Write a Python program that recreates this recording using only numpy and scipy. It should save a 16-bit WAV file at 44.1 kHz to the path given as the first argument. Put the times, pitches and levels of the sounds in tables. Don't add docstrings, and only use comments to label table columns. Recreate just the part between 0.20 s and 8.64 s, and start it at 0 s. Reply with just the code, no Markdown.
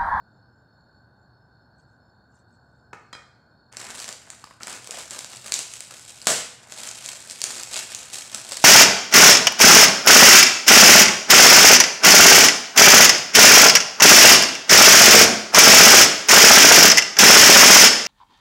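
import sys
import numpy as np
from scipy import signal
from scipy.fft import rfft, irfft
from scipy.io import wavfile

SR = 44100
rng = np.random.default_rng(int(sys.argv[2]) if len(sys.argv) > 2 else 0)


def digitize_waveform(pressure):
    field = np.atleast_2d(pressure).T
    bounded = np.clip(field, -1, 1)
    quanta = np.round(bounded * 32767).astype(np.int16)
    wavfile.write(sys.argv[1], SR, quanta)


N = 372204
TIME = np.arange(N) / SR

# (frequency [Hz], level [dB])
FLAME_SPECTRUM = [(20, -39), (45, -17.5), (65, -5), (95, -5.5), (120, 2), (150, -7), (230, -8.5),
                  (420, -17), (850, -13.5), (1250, -22), (1650, -19.5), (2100, -47.5), (3200, -48.5),
                  (15000, -56)]
# (centre [Hz], offset where the level is 12 dB down [Hz], level [dB])
JET_RESONANCES = [(1502, 160, -10), (3670, 120, -31), (4362, 230, -18.5), (5220, 74, -26),
                  (7200, 190, -35.5)]
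# (frequency [Hz], time to fall 60 dB [s])
ROOM_DECAY = [(150, 0.42), (1000, 0.51), (3000, 0.59), (7500, 0.48), (15000, 0.35)]
# (centre time [s], level [dB], half length [s])
RUSTLES = [(1.603, -75, 0.031), (1.72, -83, 0.055), (2.172, -69.5, 0.042), (2.33, -77.5, 0.042),
           (2.556, -85, 0.12)]
# (frequency [Hz], level [dB])
RUSTLE_SPECTRUM = [(1500, -12), (5500, -5), (7600, 8), (10000, -15), (15000, -27)]
# (time [s], thud level [dB], bright clack level [dB])
KNOCKS = [(2.731, -35.5, -65), (2.7333, -30, -61), (2.929, -36, -37.5), (2.9323, -36.5, -38),
          (2.951, -37, -41.5)]
# (frequency [Hz], level [dB], time to fall 60 dB [s])
DISH_MODES = [(2444, -1, 0.24), (3210, -0.5, 0.11), (4040, 0, 0.099), (4960, -3.5, 0.11), (7020, -13, .08),
              (7980, -15, .12)]
# (frequency [Hz], level [dB])
THUD_SPECTRUM = [(50, -36), (150, -4), (700, -4.5), (1000, 1), (1150, -1.5), (1330, 2.5), (2050, -9),
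                 (2500, -7.5), (3100, -23), (7400, -22), (11000, -44)]
# (frequency [Hz], level [dB])
CLACK_SPECTRUM = [(400, -16), (1600, 0.5), (2100, -2), (2600, -10), (7500, -9.5), (9000, -19.5),
                  (15000, -45)]
# (time [s], level [dB], starting bubble pitch [Hz])
PLOPS = [(4.073, -43, 620), (4.132, -36.5, 1190), (4.24, -30, 1150), (4.272, -39, 1010), (4.309, -33, 1046),
         (4.407, -31, 1290), (4.693, -36, 450), (4.741, -31.5, 657), (4.774, -33, 635), (8.319, -29.5, 550)]
# (time [s], level [dB], decay time [s])
CRUNCH_BURSTS = [(3.879, -34, 0.0053), (6.07, -10, 0.0032), (6.078, -24.5, 0.003), (6.087, -28.5, 0.056),
                 (6.102, -24.5, 0.0098), (6.117, -24, 0.0024)]
# (frequency [Hz], level [dB])
CRUNCH_SPECTRUM = [(50, -26), (120, -10), (190, -2.5), (290, -6), (660, 2), (820, -3.5), (1400, -1.5),
                   (2300, -4), (6000, -2), (7700, 3), (10000, -7), (15500, -26)]
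# (time [s], level [dB], body against crispness before a common trim [dB])
SNAPS = [(3.5265, -41.5, -7), (3.5696, -27.5, -7), (3.7923, -32, -12), (3.8012, -28.5, -17),
         (3.8435, -29, -9), (3.89, -26.5, -5.5), (3.9267, -30.5, -14), (4.1029, -32, -8), (4.242, -37, -11),
         (4.433, -27, -11), (4.471, -26.5, -4.5), (4.6733, -29, -9), (4.709, -25, -22), (4.9085, -28, -13),
         (4.9906, -22, -14), (5.0455, -29, -5), (5.3214, -13, -14.5), (5.3405, -14, -26),
         (5.3912, -19.5, -13.5), (5.606, -25.5, -15.5), (6.0167, -32, -16), (6.5223, -30, -4.5),
         (6.861, -26.5, -9.5), (7.0992, -30, -18), (7.1099, -28.5, -14), (7.2169, -16, -16),
         (7.24, -14.5, -13.5), (7.434, -24, -20), (7.565, -23, -8), (7.7486, -21.5, -17),
         (8.1467, -20, -13), (8.3205, -22.5, -10), (8.3706, -23.5, -10)]
# (start [s], length [s], level [dB], body against crispness [dB])
SQUEEZES = [(3.58, 0.14, -42, -3.5), (3.721, 0.11, -41.5, -7), (4.049, 0.075, -58.5, 2),
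            (4.399, 0.028, -47, 2.5), (4.457, 0.082, -39, -4), (4.693, .12, -41, -4.5),
            (4.9, 0.058, -40, -4), (5.082, 0.068, -44.5, -7), (5.225, .07, -39.5, -6.5),
            (5.318, 0.07, -36, -9), (5.508, 0.035, -39.5, -14), (5.687, 0.06, -46, -5),
            (5.855, 0.034, -46.5, -13), (6.01, 0.07, -47, -9.5), (6.548, .16, -39, -7.5),
            (6.826, 0.091, -41.5, -9.5), (7.091, 0.041, -40.5, -13), (7.224, .19, -39, -7),
            (7.501, 0.097, -31.5, -10), (7.68, 0.096, -44, -6.5), (7.91, 0.065, -34.5, -11),
            (8.108, 0.063, -41.5, -5.5), (8.26, .16, -37, -11.5)]
# (start [s], length [s], level [dB], body against crispness [dB])
GRIPS = [(3.514, 0.41, -56, 4), (4.0, 0.34, -60.5, -2.5), (4.462, 1.6, -49.5, -9),
         (6.38, 0.14, -57.5, -0.5), (6.49, 2.3, -45.5, -7.5)]
# (frequency [Hz], level [dB])
CRISP_SPECTRUM = [(300, -39.5), (1200, -23), (2500, -6.5), (4500, -3.5), (6200, -4), (7600, 0.5),
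                  (8600, -3.5), (11000, -13.5), (15500, -26.5)]
# (frequency [Hz], level [dB])
BODY_SPECTRUM = [(70, -16.5), (170, -3), (400, -4), (650, 1), (900, -1.5), (1800, 0), (3000, -6.5),
                 (7000, -33)]


def gain_of(db):
    return 10 ** (np.asarray(db) / 20)


def evened(x):
    return x / np.sqrt(np.mean(x ** 2) + 1e-20)


def read(points, hz):
    f, value = np.transpose(points)
    return np.interp(np.log(hz + 1), np.log(f + 1), value)


def add(mix, start_s, sound):
    part = mix[round(start_s * SR):][:len(sound)]
    part += sound[:len(part)]


def colour(x, spectrum, size=4096):
    hz = abs(np.fft.fftfreq(size, 1 / SR))
    log_gain = np.log(gain_of(read(spectrum, hz)))
    response = np.exp(np.conj(signal.hilbert(log_gain)))
    taps = np.fft.ifft(response).real[:size // 2]
    return signal.oaconvolve(x, taps / np.linalg.norm(taps))[:N]


def waver(rate_hz):
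    slow = np.fft.rfftfreq(N, 1 / SR) < rate_hz
    return evened(irfft(rfft(rng.standard_normal(N)) * slow, N))


def burst(decay_s, front=0., rounds=5):
    t = TIME[:int(5 * decay_s * SR) + 8]
    fade = np.exp(-t / decay_s)
    rush = evened(rng.standard_normal(len(t)))
    rush[0] = front * np.sqrt(decay_s * SR / 2)
    rush = rush * fade
    for _ in range(rounds):
        phase = np.angle(rfft(rush, 2 * len(t)))
        rush = irfft(np.exp(1j * phase))[:len(t)] * fade ** .15
    return rush / np.linalg.norm(rush) * np.sqrt(decay_s * SR)


def random_sizes(spread_db, cap):
    return gain_of(spread_db * np.minimum(rng.exponential(1, N), cap))


def swarm(per_s, spread_db, low_hz, high_hz, cycles, cap=2.24, pitches=24):
    size = random_sizes(spread_db, cap) * rng.choice([-1, 1], N)
    clicks = size * (rng.random(N) < per_s / SR)
    fragment = rng.integers(0, pitches, N)
    t, out = TIME[:512], np.zeros(N)
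    for k, hz in enumerate(np.linspace(low_hz, high_hz, pitches)):
        ring = np.cos(2 * np.pi * hz * t) * np.exp(-t * hz / cycles)
        out += signal.oaconvolve(clicks * (fragment == k), ring / np.linalg.norm(ring))[:N]
    return out


def kitchen(x, gap_s=0.0017, per_s=5000):
    hits = (rng.random(SR) < per_s / SR) * (TIME[:SR] > gap_s)
    reflections = rng.choice([-1., 1.], SR) * hits
    hz, t, bands = signal.stft(reflections, SR, nperseg=256)
    fade = gain_of(-60 * t / read(ROOM_DECAY, hz)[:, None])
    tail = signal.istft(bands * fade, SR, nperseg=256)[1]
    return signal.fftconvolve(x, tail / np.linalg.norm(tail))[:N]


def burner(level_db=-58):
    hz = np.fft.rfftfreq(N, 1 / SR)
    out = irfft(rfft(rng.standard_normal(N)) * gain_of(read(FLAME_SPECTRUM, hz)), N)
    for centre_hz, width_hz, db in JET_RESONANCES:
        peak = 1 / (1 + ((hz - centre_hz) / width_hz) ** 2) ** 2
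        hiss = irfft(rfft(rng.standard_normal(N)) * peak, N)
        flutter_db = centre_hz / 1900 * waver(5)
        out += hiss * gain_of(db + flutter_db)
    return gain_of(level_db) * evened(out)


def handling():
    touch = sum(gain_of(db) * np.exp(-((TIME - at) / length) ** 2) for at, db, length in RUSTLES)
    brushing = swarm(per_s=1000, spread_db=1, low_hz=1970, high_hz=12030, cycles=29)
    return touch * evened(colour(brushing, RUSTLE_SPECTRUM))


def dish(decay_s=0.0016, ring_db=-7.5):
    thud, clack, ring = np.zeros((3, N))
    t = TIME[:SR // 3]
    for s, thud_db, clack_db in KNOCKS:
        add(thud, s, gain_of(thud_db) * burst(decay_s, front=0.67))
        add(clack, s, gain_of(clack_db) * burst(decay_s, front=0.25))
        for hz, mode_db, t60 in DISH_MODES:
            fade = gain_of(ring_db + clack_db + mode_db - 60 * t / t60)
            add(ring, s, fade * np.sin(2 * np.pi * (hz * t + rng.random())))
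    return colour(thud, THUD_SPECTRUM) + colour(clack, CLACK_SPECTRUM), ring


def plops(cycles=2.75, rise_per_s=5.2, splash=0.57, attack_s=0.00057):
    bubbles, spray = np.zeros((2, N))
    t = TIME[:1600]
    for s, db, hz in PLOPS:
        fade = gain_of(db) * np.exp(-t * hz / cycles) * (1 - np.exp(-t / attack_s))
        add(bubbles, s, fade * np.sin(2 * np.pi * hz * t * (1 + rise_per_s * t)))
        add(spray, s, fade * splash * rng.standard_normal(len(t)))
    return bubbles + colour(spray, BODY_SPECTRUM)


def big_crunch():
    out = np.zeros(N)
    for s, db, decay_s in CRUNCH_BURSTS:
        add(out, s, gain_of(db) * burst(decay_s, front=0.18))
    return colour(out, CRUNCH_SPECTRUM)


def snaps(body_trim_db=-2.5, decay_s=0.001, ring_share=0.62, cycles=2.3, low_hz=4500, high_hz=9000):
    crisp, body = np.zeros((2, N))
    t = TIME[:512]
    pitches = rng.uniform(low_hz, high_hz, (len(SNAPS), 2))
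    for (s, db, hollow_db), pair in zip(SNAPS, pitches):
        ring = sum(np.sin(2 * np.pi * hz * t) * np.exp(-t * hz / cycles) for hz in pair)
        ring *= ring_share * np.sqrt(decay_s * SR) / np.linalg.norm(ring)
        size = gain_of(db) / np.hypot(1, ring_share)
        add(crisp, s, size * ring)
        add(crisp, s, size * burst(decay_s, rounds=1))
        add(body, s, gain_of(body_trim_db + db + hollow_db) * burst(2 * decay_s, rounds=1))
    return colour(crisp, CRISP_SPECTRUM) + colour(body, BODY_SPECTRUM)


def small_snaps(force, per_s=20, level_db=8.0, spread_db=2, body_db=-12, decay_s=0.0006):
    size = gain_of(level_db + spread_db * rng.uniform(-1.2, 1, N))
    breaks = size * (rng.random(N) < per_s / SR)
    cracks = signal.oaconvolve(breaks * force, burst(decay_s, rounds=1))[:N]
    return colour(cracks, CRISP_SPECTRUM) + gain_of(body_db) * colour(cracks, BODY_SPECTRUM)


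def pressure(build_s=0.024, release_s=0.041):
    crisp, body = np.zeros((2, N))
    for start, length, db, hollow_db in SQUEEZES + GRIPS:
        t = TIME - start
        build = np.clip(t / build_s, 0, 1)
        release = np.exp(-np.maximum(t - length, 0) / release_s)
        force = gain_of(db) * build * release
        crisp += force ** 2
        body += (force * gain_of(hollow_db)) ** 2
    return np.sqrt(crisp), np.sqrt(body)


def avalanches(per_s=210, spread_db=4.0, decay_s=0.0016, between=0.44):
    starts = random_sizes(spread_db, cap=2) * (rng.random(N) < per_s / SR)
    return between + signal.lfilter([1], [1, -np.exp(-1 / (decay_s * SR))], starts)


def squeezes(crisp_gain, body_gain, body_share=0.44):
    flurry = avalanches()
    walls = swarm(per_s=9000, spread_db=3.5, low_hz=1220, high_hz=14560, cycles=1.24)
    pieces = swarm(per_s=3000, spread_db=3.5, low_hz=242, high_hz=3420, cycles=1.22)
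    crisp = evened(colour(flurry * walls, CRISP_SPECTRUM))
    body = evened(colour(flurry ** body_share * pieces, BODY_SPECTRUM))
    return crisp * crisp_gain + body * body_gain


def scene():
    out = burner() + handling()
    knock, ring = dish()
    crisp_gain, body_gain = pressure()
    fractures = snaps() + small_snaps(crisp_gain)
    crackle = squeezes(crisp_gain, body_gain)
    # (source, room level [dB])
    layers = [(knock, -1.5), (ring, -8), (plops(), -10), (big_crunch(), 1), (fractures, -4), (crackle, -6)]
    for source, wet_db in layers:
        out = out + source + gain_of(wet_db) * kitchen(source)
    return out[None]


def record(dry, edge_hz=15900):
    rounded = np.tanh(dry)
    lowpass = signal.firwin(511, edge_hz, window=("kaiser", 9), fs=SR)
    return signal.oaconvolve(rounded, lowpass[None], "same")


dry = scene()
out = record(dry)
digitize_waveform(out)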